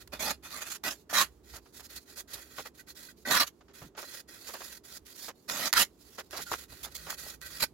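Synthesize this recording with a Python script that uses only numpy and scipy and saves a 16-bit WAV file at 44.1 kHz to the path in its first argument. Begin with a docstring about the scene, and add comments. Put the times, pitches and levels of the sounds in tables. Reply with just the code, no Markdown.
"""Garage workshop, a stereo pair close to a steel trowel working wet mortar over a low room rumble.
First the edge rakes the concrete floor: sand grinds under the blade and makes it ring and judder.
A scoop follows at 1.1 s, then the load is packed into a plastic basin: a soft hiss, with dull grinds
and knocks where the tip reaches the plastic. Scooping and packing come round again at 3.2 and 5.7 s.
A faint drone joins near 7 s, and the blade digs into the basin once more at 7.6 s."""
import sys
import numpy as np
from scipy import signal
from scipy.fft import rfft, irfft, next_fast_len
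from scipy.io import wavfile
from scipy.ndimage import map_coordinates

SR = 44100
rng = np.random.default_rng(int(sys.argv[2]) if len(sys.argv) > 2 else 0)


def persist_wave(psi):
    """Save psi, clipped to +-1, as 16-bit WAV."""
    counts = np.round(np.clip(psi, -1, 1) * 32767).astype(np.int16)
    wavfile.write(sys.argv[1], SR, np.atleast_2d(counts).T)


N = 340893
TIME = np.arange(N) / SR
BINS = np.fft.rfftfreq(4096, 1 / SR)

# Two spots as the microphones hear them: f/Hz, likeness/0-1, left minus right/dB, left phase lead/rad
AT_TIP = [(60, .97, -5, 0), (250, .96, -1.5, 0), (1000, .66, -3.5, -.28), (2490, .25, -2.5, -.57),
          (4340, .1, -5.3, -.6), (8250, .15, -11.5, -.5), (12000, .6, -10, -.6), (15500, .1, -3.5, -.6)]
AT_BASIN = [(60, 1, -4.5, -.24), (300, .86, -3.5, -.28), (1400, .28, -3, -.36), (2700, .3, -3.5, -.8),
            (4500, .19, -5, -1.2), (8500, .05, -9, -.93), (11000, .05, -12, -1.5), (15500, .05, -6, -1.1)]

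# Spectra: f/Hz, relative level/dB
ROOM_AIR = [(30, -25), (110, -5), (170, -3), (250, 0), (410, 1), (500, -9), (800, -15), (1200, -19),
            (2500, -31), (5000, -31), (7300, -32), (8500, -39), (16000, -42)]
ROOM_RUMBLE = [(20, -28), (35, -20), (60, 8.5), (100, -8), (160, -15.5), (400, -37)]
WET_SAND = [(300, -12), (1100, -8), (2800, -6), (3400, -1.5), (4400, 4), (5800, 0), (7100, 3.5),
            (8000, -4.5), (9000, -5), (10800, 1.5), (13000, -0.5), (16000, -4.5)]
COARSE_GRIT = [(700, -15), (2100, -3.5), (3100, -5), (4300, 1), (5900, -1), (7000, 1), (7900, -6.5),
               (9000, -9), (10600, -2.5), (13000, -4.5), (16000, -12)]
HEAP_DRAG = [(20, -36.5), (100, -13.5), (170, -1.5), (255, 4), (340, -3.5), (480, -3.5), (590, 7), (700, 4),
             (860, -1), (1200, -4.5), (2500, -33.5)]
BASIN_WALL = [(90, -23), (270, -7), (400, 0), (560, 2.5), (1000, 1.5), (1400, 2.5), (2300, -5.5),
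              (4500, -8.5), (7000, -9), (9000, -36), (16000, -44)]
FALLING_LUMP = [(25, -21.5), (60, -13), (180, -10.5), (350, -18.5), (900, -36), (3000, -78)]

# Blade modes: f/Hz, width/Hz, relative level/dB
BEDDED_BLADE = [(550, 88, -2.5), (1360, 136, -1), (1535, 120, 1.5), (1912, 57, 7), (2033, 27, -3),
                (2508, 86, 0), (3320, 61, 0), (4140, 63, -2)]  # sunk in mortar
FLAT_BLADE = [(975, 100, -7.5), (1197, 18, 1), (1360, 60, -4.5), (1440, 60, -7.5), (1462, 44, -3),
              (1723, 130, -3.5), (1886, 52, 0), (2390, 53, -10), (2580, 30, -6.5), (2870, 26, -14.5),
              (3320, 84, -6.5), (4340, 58, -5)]  # pressed flat
BLADE_ON_EDGE = [(860, 32, -1.5), (1270, 210, 2), (1370, 110, -5.5), (1470, 45, -0.5), (1700, 71, -4),
                 (1875, 56, 2.5), (2040, 120, -6.5), (2490, 63, 4), (2540, 63, -5), (3537, 55, 3.5),
                 (4550, 55, -11), (4830, 75, -1), (5700, 92, -11)]
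FREE_BLADE = [(1525, 30, 0), (1945, 35, -1), (2490, 35, -8), (3550, 40, -12), (4020, 45, -11),
              (4330, 45, -11), (4880, 45, -12)]

# Cue sheets; the levels are trimmed on their way to the microphones.
# Course of the rumble: t/s, level/dB
RUMBLE_LEVEL = [(0, -56.5), (1.03, -71), (1.25, -61.5), (1.75, -67), (3, -67.5), (4.9, -71), (6.15, -67),
                (6.45, -63), (7.73, -59.5)]
# Smoothing strokes in the basin: t/s, length/s, hiss/dB, swell/dB, ring/dB
STROKES = [(0.0, 0.032, -51.5, -20, -56), (1.428, 0.14, -58.5, 20, -65), (1.722, 0.086, -54, 5, -65.0),
           (1.824, 0.043, -51.5, -6, -61.0), (1.886, 0.097, -52.5, 3.5, -57),
           (2.054, 0.094, -57.5, -2, -63.5), (2.155, 0.051, -44.0, -2.0, -53.5),
           (2.273, 0.16, -53, 4.5, -56.5), (2.434, 0.125, -59, 5.5, -63), (2.555, 0.07, -48, -4, -53),
           (2.634, 0.04, -50.5, 5.5, -52), (2.736, 0.073, -58, 13.5, -66), (2.863, 0.047, -52, 6, -62),
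           (2.946, 0.17, -52.5, -6.0, -60), (3.732, 0.15, -57, -14.5, -61.5),
           (3.964, 0.242, -49, -0.5, -54.5), (4.273, 0.11, -54, -1, -57), (4.382, 0.11, -52, 15, -60.5),
           (4.485, 0.29, -50.5, 1, -58.0), (4.833, 0.14, -50.5, 1.5, -60.5),
           (5.049, 0.082, -54.5, -3.5, -65), (5.139, 0.15, -47.5, 8, -62.5), (5.983, 0.18, -60, 6, -72),
           (6.172, 0.03, -47.5, -0.5, -48), (6.299, 0.13, -48, 6.5, -52), (6.449, 0.19, -48, 0.5, -55),
           (6.679, 0.2, -55, -1, -61), (6.896, 0.25, -52.5, 14.5, -57), (7.167, 0.18, -47.5, -2.5, -55.5),
           (7.406, 0.24, -48.0, 3.5, -52.5)]
# Sharp steel clinks as the edge or tip makes contact, on the floor or in the basin: t/s, peak/dB
CLINKS = [(0.075, -43.5), (0.838, -29.5), (3.31, -16), (3.352, -17), (5.498, -23), (5.7285, -11.5),
          (5.736, -12.5), (5.7991, -15), (6.309, -38.5), (7.104, -25.5), (7.415, -35.5), (7.627, -23)]
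# Pushes of the blade through gritty mortar, on the floor and in a last dig in the basin at 7.6 s:
# t/s, length/s, run-out t60/s, hiss/dB, swell/dB, ring/dB, drag/dB
RAKES = [(0.118, 0.022, 0.14, -46, 2.5, -44.5, -47), (0.19, 0.12, 0.092, -36.5, 5, -41.5, -44),
         (0.423, 0.042, 0.24, -50.5, 4.5, -55.0, -62.5), (0.497, 0.081, 0.2, -46.5, 8.5, -54, -61),
         (0.604, 0.015, 0.12, -40.5, 4, -45, -57), (0.653, 0.032, 0.134, -45.5, 2, -57, -63),
         (0.697, 0.07, 0.045, -43, -8.5, -53.5, -77), (0.833, 0.057, 0.042, -35, 1.5, -41, -42.5),
         (0.894, 0.025, 0.12, -39.5, -0.5, -54, -52.5), (5.477, 0.2, 0.073, -37.5, 8, -45, -48)]  # the edge gathers loose mortar
SCOOPS = [(1.092, 0.026, 0.082, -44, -1, -42.5, -53.5), (1.128, 0.087, 0.1, -29, 9, -29.5, -43),
          (3.249, 0.067, 0.085, -41.5, 9.5, -46, -41), (3.305, 0.067, 0.12, -30.5, 5, -28, -42.5),
          (3.394, 0.04, 0.067, -30, -8.5, -30.5, -39), (3.463, 0.016, 0.054, -42.5, 1, -59, -76),
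          (5.738, .022, 0.029, -39, 4, -35, -52), (5.759, 0.023, .04, -26, 1.5, -25, -46),
          (5.784, 0.043, 0.064, -23.5, -2, -33.5, -38.5), (7.597, 0.019, 0.063, -33.5, 0, -44, -55),
          (7.62, 0.018, 0.048, -27.5, 2, -36, -46)]  # the blade is shoved into it
# The loaded blade judders, pitched by the point of contact: t/s, length/s, f/Hz, level/dB
JUDDERS = [(.225, .08, 830, -45), (.52, 0.09, 1160, -51.5), (1.152, 0.094, 1104, -32.5),
           (3.325, 0.13, 1177, -35), (5.76, 0.028, 1385, -27.5), (6.457, 0.07, 1420, -51.5),
           (6.833, 0.026, 3480, -48), (7.625, 0.023, 520, -40), (7.619, 0.03, 928, -41)]
# Dull knocks of the trowel: t/s, peak/dB, f/Hz
KNOCKS = [(1.129, -23, 695), (2.5824, -35, 890), (3.82, -43, 1120), (5.497, -28, 1110), (6.3915, -33, 810),
          (6.5168, -16, 1030), (6.522, -27, 900), (6.5392, -16.5, 1290), (6.866, -38, 930),
          (7.101, -25, 1400), (7.128, -26, 1180), (7.266, -39.5, 613)]
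# Brief sounds: t/s, length/s, level/dB
TIP_TOUCHES = [(.836, 0.053, -38), (2.79, 0.022, -52.5), (2.872, 0.034, -57), (2.96, .04, -63),
               (3.085, 0.016, -52.5), (3.251, 0.066, -39), (3.306, 0.02, -38.5), (5.484, 0.048, -51),
               (5.729, 0.028, -38), (7.42, 0.06, -50), (7.622, 0.018, -33.5)]  # only the tip touches, so the blade sings
RUSTLES = [(.96, 0.07, -64.5), (1.305, 0.081, -75.5), (1.61, 0.11, -69), (2, 0.042, -61.5),
           (3.16, 0.078, -64), (3.52, .2, -79.5), (5.34, 0.27, -70), (5.89, 0.15, -74), (6.23, .06, -67.5)]  # sleeves, and crumbs sliding on the lifted blade
BUMPS = [(1.51, 0.05, -55), (2.32, 0.066, -53.5), (3.8, 0.053, -61), (5, 0.069, -60), (6.49, .04, -52),
         (6.69, 0.037, -48)]  # the basin shifts on the floor
PLOPS = [(1.53, 0.045, -60), (2.581, 0.015, -53), (3.81, .068, -52.5), (6.39, .06, -58), (6.51, .03, -51),
         (6.72, 0.042, -57), (6.85, .056, -62)]  # mortar falls
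CRUNCHES = [(1.535, 0.053, -52.5), (1.655, 0.024, -61), (1.793, 0.024, -52.5), (2.335, 0.064, -55.5),
            (2.58, 0.025, -39), (2.653, 0.021, -46.5), (3.607, 0.0081, -56), (3.68, 0.04, -61),
            (3.812, 0.035, -52), (3.947, 0.045, -58.5), (3.975, 0.028, -43.5), (4.026, 0.014, -42.5),
            (4.488, 0.022, -44.5), (4.536, 0.032, -43.5), (4.603, 0.022, -43), (5.28, 0.027, -43),
            (6.181, 0.025, -38.5), (6.326, 0.083, -43), (6.518, 0.029, -34), (6.72, 0.011, -51.5),
            (6.843, 0.044, -50), (7.064, 0.059, -45), (7.26, 0.026, -57)]  # the tip grinds against the basin
PRESSES = [(1.557, 0.011, -44), (1.954, 0.015, -42), (2.329, 0.017, -40.5), (4.531, 0.013, -43),
           (5.221, 0.02, -43), (6.362, 0.017, -41), (6.414, .016, -41), (6.508, 0.032, -41),
           (6.828, 0.025, -39), (6.945, 0.021, -40.5), (7.096, 0.01, -37.5)]  # a harder press squeezes the wet sand


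def amp(db):
    """Decibels to gain."""
    return 10 ** (np.asarray(db) / 20)


def unit_rms(x):
    """Scales to rms 1."""
    return x / np.sqrt(np.mean(x ** 2) + 1e-20)


def columns_at(table, hz=BINS):
    """Columns of a table, joined by straight lines over log frequency."""
    f, *columns = np.transpose(table)
    return [np.interp(np.log(hz + 1), np.log(f), c) for c in columns]


def shape(spectrum):
    """Gain of a spectrum table."""
    return amp(columns_at(spectrum)[0])


def resonances(modes):
    """Gain of a set of damped modes."""
    powers = (amp(2 * db) * (BINS * width) ** 2 / ((BINS ** 2 - hz ** 2) ** 2 + (BINS * width) ** 2)
              for hz, width, db in modes)
    return np.sqrt(sum(powers))


def colour(x, gain):
    """Minimum-phase filter: it rings after each grain, never before."""
    log_gain = np.log(np.maximum(np.r_[gain, gain[-2:0:-1]], 1e-5))
    taps = np.fft.ifft(np.exp(np.conj(signal.hilbert(log_gain)))).real
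    return signal.oaconvolve(x, taps[None], axes=1)[:, :x.shape[1]]


def microphones(pair, place):
    """Turns two unrelated signals into left and right, alike in the bass and apart in the treble."""
    size = next_fast_len(pair.shape[1])
    right, unrelated = rfft(pair, size)
    likeness, lean_db, lead = columns_at(place, np.fft.rfftfreq(size, 1 / SR))
    likeness = np.clip(likeness, 0, 1)
    blend = likeness * right + np.sqrt(1 - likeness ** 2) * unrelated
    left = blend * np.exp(1j * lead) * amp(lean_db)
    return irfft(np.array([left, right]), size)[:, :pair.shape[1]]


def voiced(sizes, gain, place):
    """Each grain kicks a body one way or the other; rms 1 midway between the microphones."""
    kicks = sizes * rng.choice([-1, 1], (2, N))
    sound = colour(microphones(kicks, place), gain)
    return sound / np.std(sound.mean(0))


def wander(rate_hz):
    """Smooth random motion of rms 1."""
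    return unit_rms(np.interp(TIME * rate_hz, np.arange(N), rng.standard_normal(N)))


def grains(per_s, spread_db, slip_hz, slip_db):
    """Sizes of the sand grains that crack under the steel, in clumps as the blade sticks and slips."""
    sizes = amp(spread_db * np.minimum(rng.exponential(1, N), 4))
    cracks = rng.random(N) < per_s / SR
    return sizes * cracks * amp(slip_db * wander(slip_hz))


def push(start, length, db, swell_db, attack_s, t60):
    """Gain of one push of the hand: the blade bites, the pressure swells or eases, the blade runs out."""
    gain = np.zeros(N)
    first = max(round(start * SR), 0)
    t = TIME[first:first + round((length + 2 * t60) * SR)] - start
    bite = np.clip(t / attack_s, 0, 1)
    held = amp(db + swell_db * (np.clip(t / length, 0, 1) - .5))
    run_out = amp(-60 * np.maximum(t - length, 0) / t60)
    gain[first:first + len(t)] = bite * held * run_out
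    return gain


def bursts(cues, rise_s, fall_s):
    """Gain of brief sounds: a quick rise, a sagging hold, a quick fall, silence between."""
    gain = np.zeros(N)
    for start, length, db in cues:
        corners = start + np.array([0, rise_s, max(length - fall_s / 2, rise_s), length + fall_s])
        gain += amp(db) * np.interp(TIME, corners, [0, 1, .7, 0])
    return gain


def add(mix, start, sound):
    """Mixes a sound in at its start time."""
    part = mix[:, round(start * SR):][:, :sound.shape[-1]]
    part += sound[..., :part.shape[1]]


def sliding(x, patchy_db, patch_hz=240, patch_s=.035):
    """The contact moves along the blade, so its many high modes swell and fade in turn."""
    hz, t, spectra = signal.stft(x, SR, nperseg=512, noverlap=384)
    grid = np.meshgrid(hz / patch_hz, t / patch_s, indexing="ij")
    patches = unit_rms(map_coordinates(rng.standard_normal((128, 512)), grid, order=1, mode="wrap"))
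    depth_db = patchy_db * np.interp(hz, [5000, 9000], [1, .55])  # the highest modes overlap and even out
    spectra *= amp(depth_db[:, None] * patches)
    moved = signal.istft(spectra, SR, nperseg=512, noverlap=384)[1][:, :N]
    return moved / np.std(moved.mean(0))


def room_tone(air_db=-63, waver_db=1, drone_hz=156, drone_db=-66, drone_start_s=6.85):
    """Steady workshop air and a restless rumble with the basin's bumps; a faint drone joins late."""
    steady = np.ones(N)
    air = amp(air_db) * voiced(steady, shape(ROOM_AIR), AT_BASIN)
    restless = amp(np.interp(TIME, *np.transpose(RUMBLE_LEVEL)) + waver_db * wander(rate_hz=11))
    bumps = bursts(BUMPS, rise_s=0.025, fall_s=.03)
    rumble = voiced(steady, shape(ROOM_RUMBLE), AT_BASIN) * np.hypot(restless, bumps)
    drone = voiced(steady, resonances([(drone_hz, 14, 0)]) ** 2, AT_BASIN)
    fade_in = np.clip((TIME - drone_start_s) / 0.14, 0, 1)
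    return air + rumble + amp(drone_db) * drone * fade_in


def smoothing(hiss_trim_db=-0.44, ring_trim_db=-1.5, lift_t60=0.066):
    """In the basin the blade hisses over wet sand, its ring damped by mortar; sleeves rustle between."""
    hiss, ring = np.zeros((2, N))
    for start, length, hiss_db, swell_db, ring_db in STROKES:
        pressure = push(start, length, 0, swell_db, attack_s=0.023, t60=lift_t60)
        hiss += amp(hiss_db + hiss_trim_db) * pressure
        ring += amp(ring_db + ring_trim_db) * pressure
    squeeze = sum(push(start, length, db + hiss_trim_db, 0, attack_s=0.0084, t60=lift_t60)
                  for start, length, db in PRESSES)
    unsteady_hand = amp(1.35 * wander(rate_hz=40))
    hiss = np.hypot(unsteady_hand * hiss, squeeze) + bursts(RUSTLES, rise_s=0.017, fall_s=.02)
    sand = grains(per_s=12000, spread_db=1.5, slip_hz=150, slip_db=1.57)
    return (hiss * sliding(voiced(sand, shape(WET_SAND), AT_BASIN), patchy_db=2.6)
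            + unsteady_hand * ring * voiced(sand, resonances(BEDDED_BLADE), AT_BASIN))


def clinks(crack_t60=0.022, ring_db=5, trim_db=1):
    """The edge or tip makes contact: a burst of crushed grit sets the blade ringing."""
    out, t = np.zeros((2, N)), TIME[:SR // 8]
    steel = shape(COARSE_GRIT) + amp(ring_db) * resonances(FLAT_BLADE)
    for start, db in CLINKS:
        crack = microphones(rng.standard_normal((2, len(t))), AT_TIP) * amp(-60 * t / crack_t60)
        hit = colour(crack, steel)
        add(out, start, amp(db + trim_db) * hit / abs(hit.mean(0)).max())
    return out


def scrapes(cues, modes, attack_s, hiss_trim_db, ring_trim_db, drag_trim_db):
    """Coarse sand under the steel hisses and rings the blade as it drags through the mortar."""
    hiss, ring, drag = np.zeros((3, N))
    for start, length, t60, hiss_db, swell_db, ring_db, drag_db in cues:
        pressure = push(start, length, 0, swell_db, attack_s, t60)
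        hiss += amp(hiss_db + hiss_trim_db) * pressure
        ring += amp(ring_db + ring_trim_db) * pressure
        drag += amp(drag_db + drag_trim_db) * pressure
    sand = grains(per_s=8000, spread_db=0, slip_hz=260, slip_db=1.4)
    return (hiss * sliding(voiced(sand, shape(COARSE_GRIT), AT_TIP), patchy_db=4.5)
            + ring * voiced(sand, resonances(modes), AT_TIP)
            + drag * voiced(sand, shape(HEAP_DRAG), AT_TIP))


def judders(width_hz=130):
    """Stick and slip pumps one bending mode of the blade for a moment."""
    out = np.zeros((2, N))
    for start, length, hz, db in JUDDERS:
        slips = microphones(rng.standard_normal((2, SR // 4)), AT_TIP)
        rasp = colour(slips, resonances([(hz, width_hz, 0)]) ** 2)[:, -round(length * SR):]
        rasp /= np.std(rasp.mean(0))
        add(out, start, amp(db) * rasp * signal.windows.tukey(rasp.shape[1]))
    return out


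def singing(trim_db=1):
    """Light contact bows the modes of the free blade: clear lines with dark gaps between."""
    lines = resonances(FREE_BLADE) ** 1.4
    contact = bursts(TIP_TOUCHES, rise_s=0.004, fall_s=0.016)
    return amp(trim_db) * contact * voiced(np.ones(N), lines, AT_TIP)


def knocks(rise_cycles=0.58, left_db=-2, right_db=-6.5):
    """Trowel knocks, louder on the left microphone; mortar deadens each within two or three cycles."""
    out, t = np.zeros((2, N)), TIME[:SR // 20]
    for start, db, hz in KNOCKS:
        age = t * hz / rise_cycles
        add(out, start, amp(db) * age * np.exp(1 - age) * np.sin(2 * np.pi * hz * t))
    return out * amp([[left_db], [right_db]])


def packing(crunch_trim_db=0.5):
    """Grit crushed against the plastic wall, and the soft thud of falling lumps."""
    sand = grains(per_s=3000, spread_db=0.5, slip_hz=140, slip_db=0.5)
    crunch = bursts(CRUNCHES, rise_s=0.0047, fall_s=0.017) * voiced(sand, shape(BASIN_WALL), AT_TIP)
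    plop = bursts(PLOPS, rise_s=0.0069, fall_s=0.022) * voiced(sand, shape(FALLING_LUMP), AT_TIP)
    return amp(crunch_trim_db) * crunch + plop


def garage_echo(x, t60=0.14, gap_s=0.019, level_db=-31):
    """The cluttered room answers with a short tail, weak this close to the trowel."""
    t = TIME[:SR // 2]
    tail = rng.standard_normal((2, len(t))) * amp(-60 * t / t60) * (t > gap_s)
    return amp(level_db) * signal.oaconvolve(x, tail / np.linalg.norm(tail[0]), axes=1)[:, :N]


def scene():
    """At the microphones: the trowel up close, its echo and the room tone behind."""
    raking = scrapes(RAKES, BLADE_ON_EDGE, attack_s=0.017,
                     hiss_trim_db=0.5, ring_trim_db=1, drag_trim_db=1.5)
    scooping = scrapes(SCOOPS, FLAT_BLADE, attack_s=0.011,
                       hiss_trim_db=0.57, ring_trim_db=-1.5, drag_trim_db=-0.5)
    trowel = raking + scooping + judders() + smoothing() + singing() + packing() + knocks() + clinks()
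    return trowel + garage_echo(trowel) + room_tone()


def record(dry):
    """The recorder's band limit: a steep low-pass on both channels."""
    lowpass = signal.firwin(511, cutoff=16050, window=("kaiser", 9), fs=SR)
    return signal.oaconvolve(dry, lowpass[None], "same")


dry = scene()
out = record(dry)
persist_wave(out)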